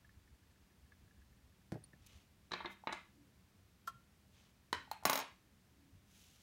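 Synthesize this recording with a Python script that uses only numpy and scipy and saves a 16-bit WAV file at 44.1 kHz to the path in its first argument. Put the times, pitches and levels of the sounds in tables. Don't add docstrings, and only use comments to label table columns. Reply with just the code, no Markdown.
import sys
import numpy as np
from scipy import signal
from scipy.fft import rfft, irfft
from scipy.io import wavfile
from scipy.ndimage import uniform_filter1d

SR = 44100
rng = np.random.default_rng(int(sys.argv[2]) if len(sys.argv) > 2 else 0)


def master(y):
    cut = np.clip(np.atleast_2d(y).T, -1, 1)
    pcm = np.round(cut * 32767)
    wavfile.write(sys.argv[1], SR, pcm.astype(np.int16))


N = 283122

# (time [s], level [dB], treble limit [Hz], extra ring [dB], extra for second end [dB])
TOOL_KNOCKS = [(2.5104, -25, 2500, 2, -7), (2.518, -12, 6000, 0.5, -7), (2.5342, -9.5, 4700, -1, 1),
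               (2.6048, -19.5, 3000, 2, -1), (2.646, -16.5, 2020, -1, 5.5), (2.658, -14, 3880, 4, -9),
               (2.872, -3.5, 2970, -3, -23), (2.8936, -11.5, 1900, -5, -11), (2.9257, -13, 10000, 3, -1)]
# (frequency [Hz], level [dB])
KNOCK_TONE = [(60, -4.5), (140, -3), (210, 4.5), (370, -1.5), (500, 3), (950, 5.5), (1400, 2), (2100, -2),
              (2700, -4.5), (4200, -3), (6000, -5), (16000, -20.5)]
# (pitch [Hz], level [dB], fade time [s])
KNOCK_RING = [(189.4, -43, 0.37), (361.4, -39, 0.094), (945, -28, 0.038), (1125, -26.5, 0.033),
              (1666, -34, 0.029), (1750, -33.5, 0.038), (2130, -30, 0.029), (3930, -27, 0.026),
              (4054, -26, 0.026)]


def tool_knocks(second_end_s=.0035, chatter_s=0.059, chatter_db=-17.5, chatter_hz=2800):
    blows = []
    for s, db, contact_hz, ring_db, second_db in TOOL_KNOCKS:
        blows.append((s, db, contact_hz, ring_db))
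        blows.append((s + second_end_s, db + second_db, contact_hz, ring_db))
        for delay in chatter_s * rng.random(2):
            blows.append((s + delay, db + chatter_db, min(contact_hz, chatter_hz), ring_db))
    crack, ring = struck(blows, KNOCK_TONE, KNOCK_RING, shudder_db=15.5, shudder_t60=0.019,
                         rise_s=0.00035, spot_db=3.5, detune=0.027)
    return in_room(crack, ring, db=-3.5, room_db=-2, ring_room_db=-7)


# (frequency [Hz], level [dB])
DROP_TONE = [(60, -25), (130, -1), (190, -3.5), (480, 5.5), (700, 10.5), (1120, 11.5), (1400, 3.5),
             (2000, 0), (3000, -3), (4200, -1.5), (6500, -3.5), (9500, -11), (12500, -17.5), (16000, -2)]
# (pitch [Hz], level [dB], fade time [s])
DROP_RING = [(276.5, -40.5, 0.23), (892, -36, 0.09), (1144, -27, 0.07), (1472, -48, 0.22),
             (1633, -46, 0.16), (1830, -56.5, 0.072), (2180, -20, 0.013), (3920, -14.5, 0.0079),
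             (5460, -24, 0.021), (6600, -19.5, 0.019), (9080, -29.5, 0.03), (11050, -40, 0.12),
             (11028, -40.5, 0.18), (12100, -16, .006), (13620, -32, 0.11), (13610, -32.5, 0.12),
             (15610, -32.5, .045)]


def dropped_tool(start_s=5.0533, first_flight_s=.0441, rebound=.757, loss_db=3, ring_db=-6):
    bounce = np.arange(14)
    speed = rebound ** bounce
    times = start_s + first_flight_s * (1 - speed) / (1 - rebound)
    levels = 6 - loss_db * bounce
    contact_hz = 16400 * np.tanh(speed / 0.22)
    blows = [(s, db, hz, ring_db) for s, db, hz in zip(times, levels, contact_hz)]
    crack, ring = struck(blows, DROP_TONE, DROP_RING, shudder_db=14, shudder_t60=0.018,
                         rise_s=0.00083, spot_db=1.5)
    return in_room(crack, ring, db=-6, room_db=-3, ring_room_db=-13)


# (time [s], level [dB], treble limit [Hz], extra ring [dB])
TOOL_CLACKS = [(4.7283, -4, 15500, 1.5)]
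# (frequency [Hz], level [dB])
CLACK_TONE = [(60, -20), (200, 6.5), (350, 8), (600, 9), (780, -10), (950, 1), (1300, 3), (1900, 6.5),
              (2500, -4), (3400, -3.5), (4300, 4.5), (6000, -5), (16000, -18.5)]
# (pitch [Hz], level [dB], fade time [s])
CLACK_RING = [(975, -15.5, .018), (1574, -28, 0.055), (1902, -32.5, 0.02), (1954, -26.5, 0.028),
              (3020, -27.5, 0.042), (3990, -21, 0.018), (4400, -19, 0.014)]


def tool_clack():
    crack, ring = struck(TOOL_CLACKS, CLACK_TONE, CLACK_RING, shudder_db=22.5, shudder_t60=0.021,
                         rise_s=0.00044, spot_db=1, ripple_hz=110)
    return in_room(crack, ring, db=-5, room_db=-2.5, ring_room_db=-7)


# (time [s], level [dB], treble limit [Hz], extra ring [dB])
STEEL_TAPS = [(2.837, -35.5, 1400, 1), (4.876, -33.5, 1500, -7.5), (4.9142, -18.5, 16300, -0.5),
              (5.0255, -6, 600, -17.5), (5.035, -31.5, 12200, -4.5)]
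# (frequency [Hz], level [dB])
TAP_TONE = [(100, -37), (500, -11), (850, -3), (1300, 3), (4200, -4), (9000, -4.5), (16000, -4)]
# (pitch [Hz], level [dB], fade time [s])
TAP_RING = [(850, -9, 0.015), (870, -18, 0.028), (4260, -18, 0.013), (6480, -27, 0.013),
            (13700, -43.5, 0.077)]


def steel_taps():
    crack, ring = struck(STEEL_TAPS, TAP_TONE, TAP_RING, shudder_db=11.5, shudder_t60=0.021,
                         rise_s=0.00079, spot_db=2.5)
    return in_room(crack, ring, db=-0.5, room_db=-4, ring_room_db=-4.5)


# (time [s], level [dB], treble limit [Hz], extra ring [dB])
VISE_TICKS = [(3.872, -37, 16000, -2), (3.8749, -27.5, 15800, 15), (3.8808, -29.5, 4030, 8.5)]
# (frequency [Hz], level [dB])
TICK_TONE = [(100, -15), (700, 11.5), (1600, -1), (2500, 2), (6000, 8), (9000, 2), (14000, -1), (16000, -3)]
# (pitch [Hz], level [dB], fade time [s])
VISE_RING = [(1087, -23, 0.11), (1360, -15.5, 0.039), (1754, -20, 0.018), (3220, -34.5, 0.059),
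             (4910, -42, 0.041), (11370, -35, 0.026), (14000, -25, .022)]


def vise_tick():
    crack, ring = struck(VISE_TICKS, TICK_TONE, VISE_RING, shudder_db=10, shudder_t60=0.06,
                         rise_s=0.0046, spot_db=2.4)
    return in_room(crack, ring, db=-1.5, room_db=-13.5, ring_room_db=-3)


# (time [s], level [dB], treble limit [Hz], extra ring [dB])
HAND_BUMPS = [(1.721, -16, 12100, 7.5), (1.7435, -26.5, 14000, -8), (1.7565, -18.5, 950, 0),
              (1.934, -37.5, 3980, 8)]
# (frequency [Hz], level [dB])
BUMP_TONE = [(40, -15), (130, 8.5), (350, 12), (700, 8), (1100, -5.5), (1800, -2), (2800, -15.5),
             (4500, -13), (7000, -19.5), (16000, -22)]
# (pitch [Hz], level [dB], fade time [s])
DESK_RING = [(115, -36.5, 0.17), (144.7, -27, 0.1), (175, -27.5, 0.1), (335, -25, 0.038)]


def hand_bumps():
    crack, ring = struck(HAND_BUMPS, BUMP_TONE, DESK_RING, shudder_db=-1, shudder_t60=0.061,
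                         rise_s=0.0049, spot_db=1)
    return in_room(crack, ring, db=2, room_db=-11.5, ring_room_db=3)


def struck(blows, tone, notes, shudder_db, shudder_t60, rise_s, spot_db, detune=0, ripple_hz=350):
    cracks, rings = np.zeros((2, N))
    t = np.arange(SR // 3) / SR
    brief = t[:SR // 10]
    pulse = click(tone)
    hz, level_db, t60 = np.transpose(notes)[:, :, None]
    fades = amp(level_db - 60 * t / t60) * (1 - np.exp(-t / rise_s))
    for s, db, contact_hz, ring_db in blows:
        shudder = rng.choice([-1., 1.], len(brief)) * amp(-60 * brief / shudder_t60)
        shudder *= amp(shudder_db) / np.linalg.norm(shudder)
        shudder[0] = 1
        crack = np.convolve(whitened(shudder, ripple_hz, size=8192), pulse)
        add(cracks, s, amp(db) * soften(crack, contact_hz, order=3))
        spot, grip = rng.standard_normal((2, len(notes), 1))
        waves = np.sin(2 * np.pi * hz * (1 + detune * grip) * t)
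        ring = np.sum(amp(spot_db * spot) * fades * waves, axis=0)
        add(rings, s, amp(db + ring_db) * soften(ring, contact_hz, order=3))
    return cracks, rings


# (time [s], level [dB], pitch [Hz])
THREAD_SLIPS = [(0.047, -55, 1740), (0.092, -58, 1750), (.275, -61.5, 1780), (0.92, -52, 1710),
                (1.109, -60.5, 1700), (1.218, -61.5, 1690), (1.932, -52.5, 1770)]
# (pitch [Hz], level [dB], fade time [s])
SQUEAK_NOTES = [(9500, -47, 0.033), (4360, -61, .055)]


def thread(slip_t60=0.038, squeak_s=1.8387, rough=0.47, rise_s=0.0011):
    out, t = np.zeros(N), np.arange(SR // 10) / SR
    faint = while_winding(per_s=11, db=-69.5, hz=1723)
    pips = [(s, db, hz, slip_t60) for s, db, hz in [*THREAD_SLIPS, *faint]]
    pips += [(squeak_s, db, hz, t60) for hz, db, t60 in SQUEAK_NOTES]
    for s, db, hz, t60 in pips:
        wobble = rough * flutter(len(t), smooth_samples=60)
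        fade = amp(db - 60 * t / t60) * (1 - np.exp(-t / rise_s))
        add(out, s, fade * np.sin(2 * np.pi * hz * t + wobble))
    return out


def while_winding(per_s, db, hz, start_s=0.082, end_s=1.65, spread_db=2, detune=0.026):
    place, strength, pitch = rng.uniform(-1, 1, (64, 3)).T
    times = start_s + (np.arange(len(place)) + .5 + .5 * place) / per_s
    events = np.column_stack([times, db + spread_db * strength, hz * (1 + detune * pitch)])
    return events[times < end_s]


# (middle time [s], length [s], level [dB], pitch [Hz])
FURNITURE_THUDS = [(2.027, 0.11, -60.5, 91), (2.16, .09, -57, 72.6), (3.201, .16, -64, 289.4),
                   (3.948, 0.12, -61.5, 125.4), (4.764, 0.099, -55.5, 81.3), (5.064, 0.09, -57, 85.3),
                   (5.067, 0.0349, -42, 201.4), (5.854, 0.44, -70, 280), (5.953, .1, -57.5, 96.7)]


def thuds(nudge_s=.08, rough=0.7):
    out = np.zeros(N)
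    nudges = [(s, nudge_s, db, hz) for s, db, hz in while_winding(per_s=5.1, db=-60.5, hz=67.2)]
    for s, length, db, hz in FURNITURE_THUDS + nudges:
        t = np.arange(int(length * SR)) / SR
        wobble = rough * noise([(20, 0), (60, 0), (150, -40), (400, -90)], size=SR)[:len(t)]
        swell = amp(db) * np.hanning(len(t))
        add(out, s - length / 2, swell * np.sin(2 * np.pi * hz * t + wobble))
    return out


# (middle time [s], length [s], level [dB], brightness [dB per octave])
SLEEVE_STROKES = [(2.068, 0.019, -60.5, 8.5), (2.13, 0.36, -69.5, 0), (2.721, 0.061, -67.5, 8.5),
                  (4.407, 0.3, -72, -0.5), (6.216, 0.39, -67.5, 4.5), (6.376, 0.44, -71.5, 4)]
# (frequency [Hz], level [dB])
CLOTH_TONE = [(300, -4.5), (1500, -9), (3000, -0.5), (4800, -8.5), (6300, -6), (8000, -15), (10000, -17),
              (16000, -25.5)]


def sleeves(grain_db=2):
    out = np.zeros(N)
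    for s, length, db, tilt_db in SLEEVE_STROKES:
        size = int(length * SR)
        grain = amp(grain_db * flutter(size, smooth_samples=120))
        rustle = evened(noise(CLOTH_TONE, size, tilt_db) * grain)
        add(out, s - length / 2, amp(db) * np.hanning(size) * rustle)
    return out


# (frequency [Hz], level [dB])
BACKGROUND_TONE = [(15, -32), (25, -14.5), (50, -3), (73, 2), (100, -2.5), (160, -9), (195, -4), (240, -11),
                   (500, -21), (1200, -24), (1750, -24), (5000, -29), (10500, -34), (16000, -35)]


def background(rumble_below_hz=97, ease_db_per_s=0.5):
    floor = amp(-68) * noise(BACKGROUND_TONE, N)
    rumble = signal.sosfiltfilt(signal.butter(2, rumble_below_hz, fs=SR, output="sos"), floor)
    hiss = floor - rumble
    return hiss + rumble * amp(-ease_db_per_s * np.arange(N) / SR)


# (delay [s], strength [ratio])
DESK_ECHOES = [(.0048, 0.087), (0.0115, 0.12), (0.0184, 0.17)]


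def with_echoes(x):
    out, dull = x.copy(), soften(x, 14000)
    for delay, gain in DESK_ECHOES:
        add(out, delay, gain * dull)
    return out


# (frequency [Hz], fade time [s])
ROOM_FADE = [(100, 0.53), (400, 0.24), (1500, 0.31), (4000, 0.35), (8000, 0.29), (16000, 0.078)]
# (frequency [Hz], level [dB])
ROOM_TONE = [(100, -6.5), (600, -3), (1500, 2.5), (2500, 7), (5000, -5), (9000, -6), (16000, -19)]


def room_tail(x, build_s=0.0026, ripple_hz=80):
    hz, t, bands = signal.stft(rng.standard_normal(2 * SR // 3), SR, nperseg=256)
    fades = amp(-60 * t / read(ROOM_FADE, hz)[:, None])
    tail = signal.istft(bands * fades, SR)[1]
    tail *= 1 - np.exp(-(np.arange(len(tail)) / SR / build_s) ** 2)
    tail = signal.fftconvolve(whitened(tail, ripple_hz), click(ROOM_TONE))
    return signal.fftconvolve(x, tail)[:N]


def in_room(crack, ring, db, room_db, ring_room_db):
    direct = with_echoes(crack + ring)
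    tail = room_tail(with_echoes(crack + amp(ring_room_db) * ring))
    return amp(db) * (direct + amp(room_db) * tail)


def amp(db):
    return 10 ** (np.asarray(db) / 20)


def evened(x):
    return x / np.sqrt(np.mean(x ** 2) + 1e-20)


def read(points, hz):
    f, value = np.transpose(points)
    return np.interp(np.log(hz + 1), np.log(f + 1), value)


def add(mix, s, sound):
    part = mix[max(round(s * SR), 0):][:len(sound)]
    part += sound[:len(part)]


def flutter(size, smooth_samples):
    return evened(uniform_filter1d(rng.standard_normal(size), size=smooth_samples))


def noise(tone, size, tilt_db=0):
    hz = np.fft.rfftfreq(size, 1 / SR)
    gain = amp(read(tone, hz) + tilt_db * np.log2(hz + 1))
    return evened(irfft(rfft(rng.standard_normal(size)) * gain, size))


def click(tone, size=2048):
    hz = abs(np.fft.fftfreq(size, 1 / SR))
    return sharp_pulse(amp(read(tone, hz)))


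def soften(x, hz, order=2):
    return signal.sosfilt(signal.butter(order, min(hz, .47 * SR), fs=SR, output="sos"), x)


def sharp_pulse(gain):
    spectrum = np.exp(np.conj(signal.hilbert(np.log(gain))))
    return np.fft.ifft(spectrum).real[:len(gain) // 2]


def whitened(x, width_hz, size=32768):
    power = abs(np.fft.fft(x, size)) ** 2
    smooth = uniform_filter1d(power, int(width_hz * size / SR) + 1, mode="wrap")
    return signal.fftconvolve(x, sharp_pulse((smooth + 1e-9) ** -.5))[:len(x)]


def scene():
    hits = tool_knocks() + dropped_tool() + tool_clack() + steel_taps() + vise_tick() + hand_bumps()
    return (hits + thread() + thuds() + sleeves() + background())[None]


def record(dry, low_cut_hz=32, high_cut_hz=15950):
    thinned = signal.sosfilt(signal.butter(2, low_cut_hz, "highpass", fs=SR, output="sos"), dry)
    treble_cut = signal.firwin(511, high_cut_hz, window=("kaiser", 9), fs=SR)
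    return signal.oaconvolve(thinned, treble_cut[None], "same")


dry = scene()
out = record(dry)
master(out)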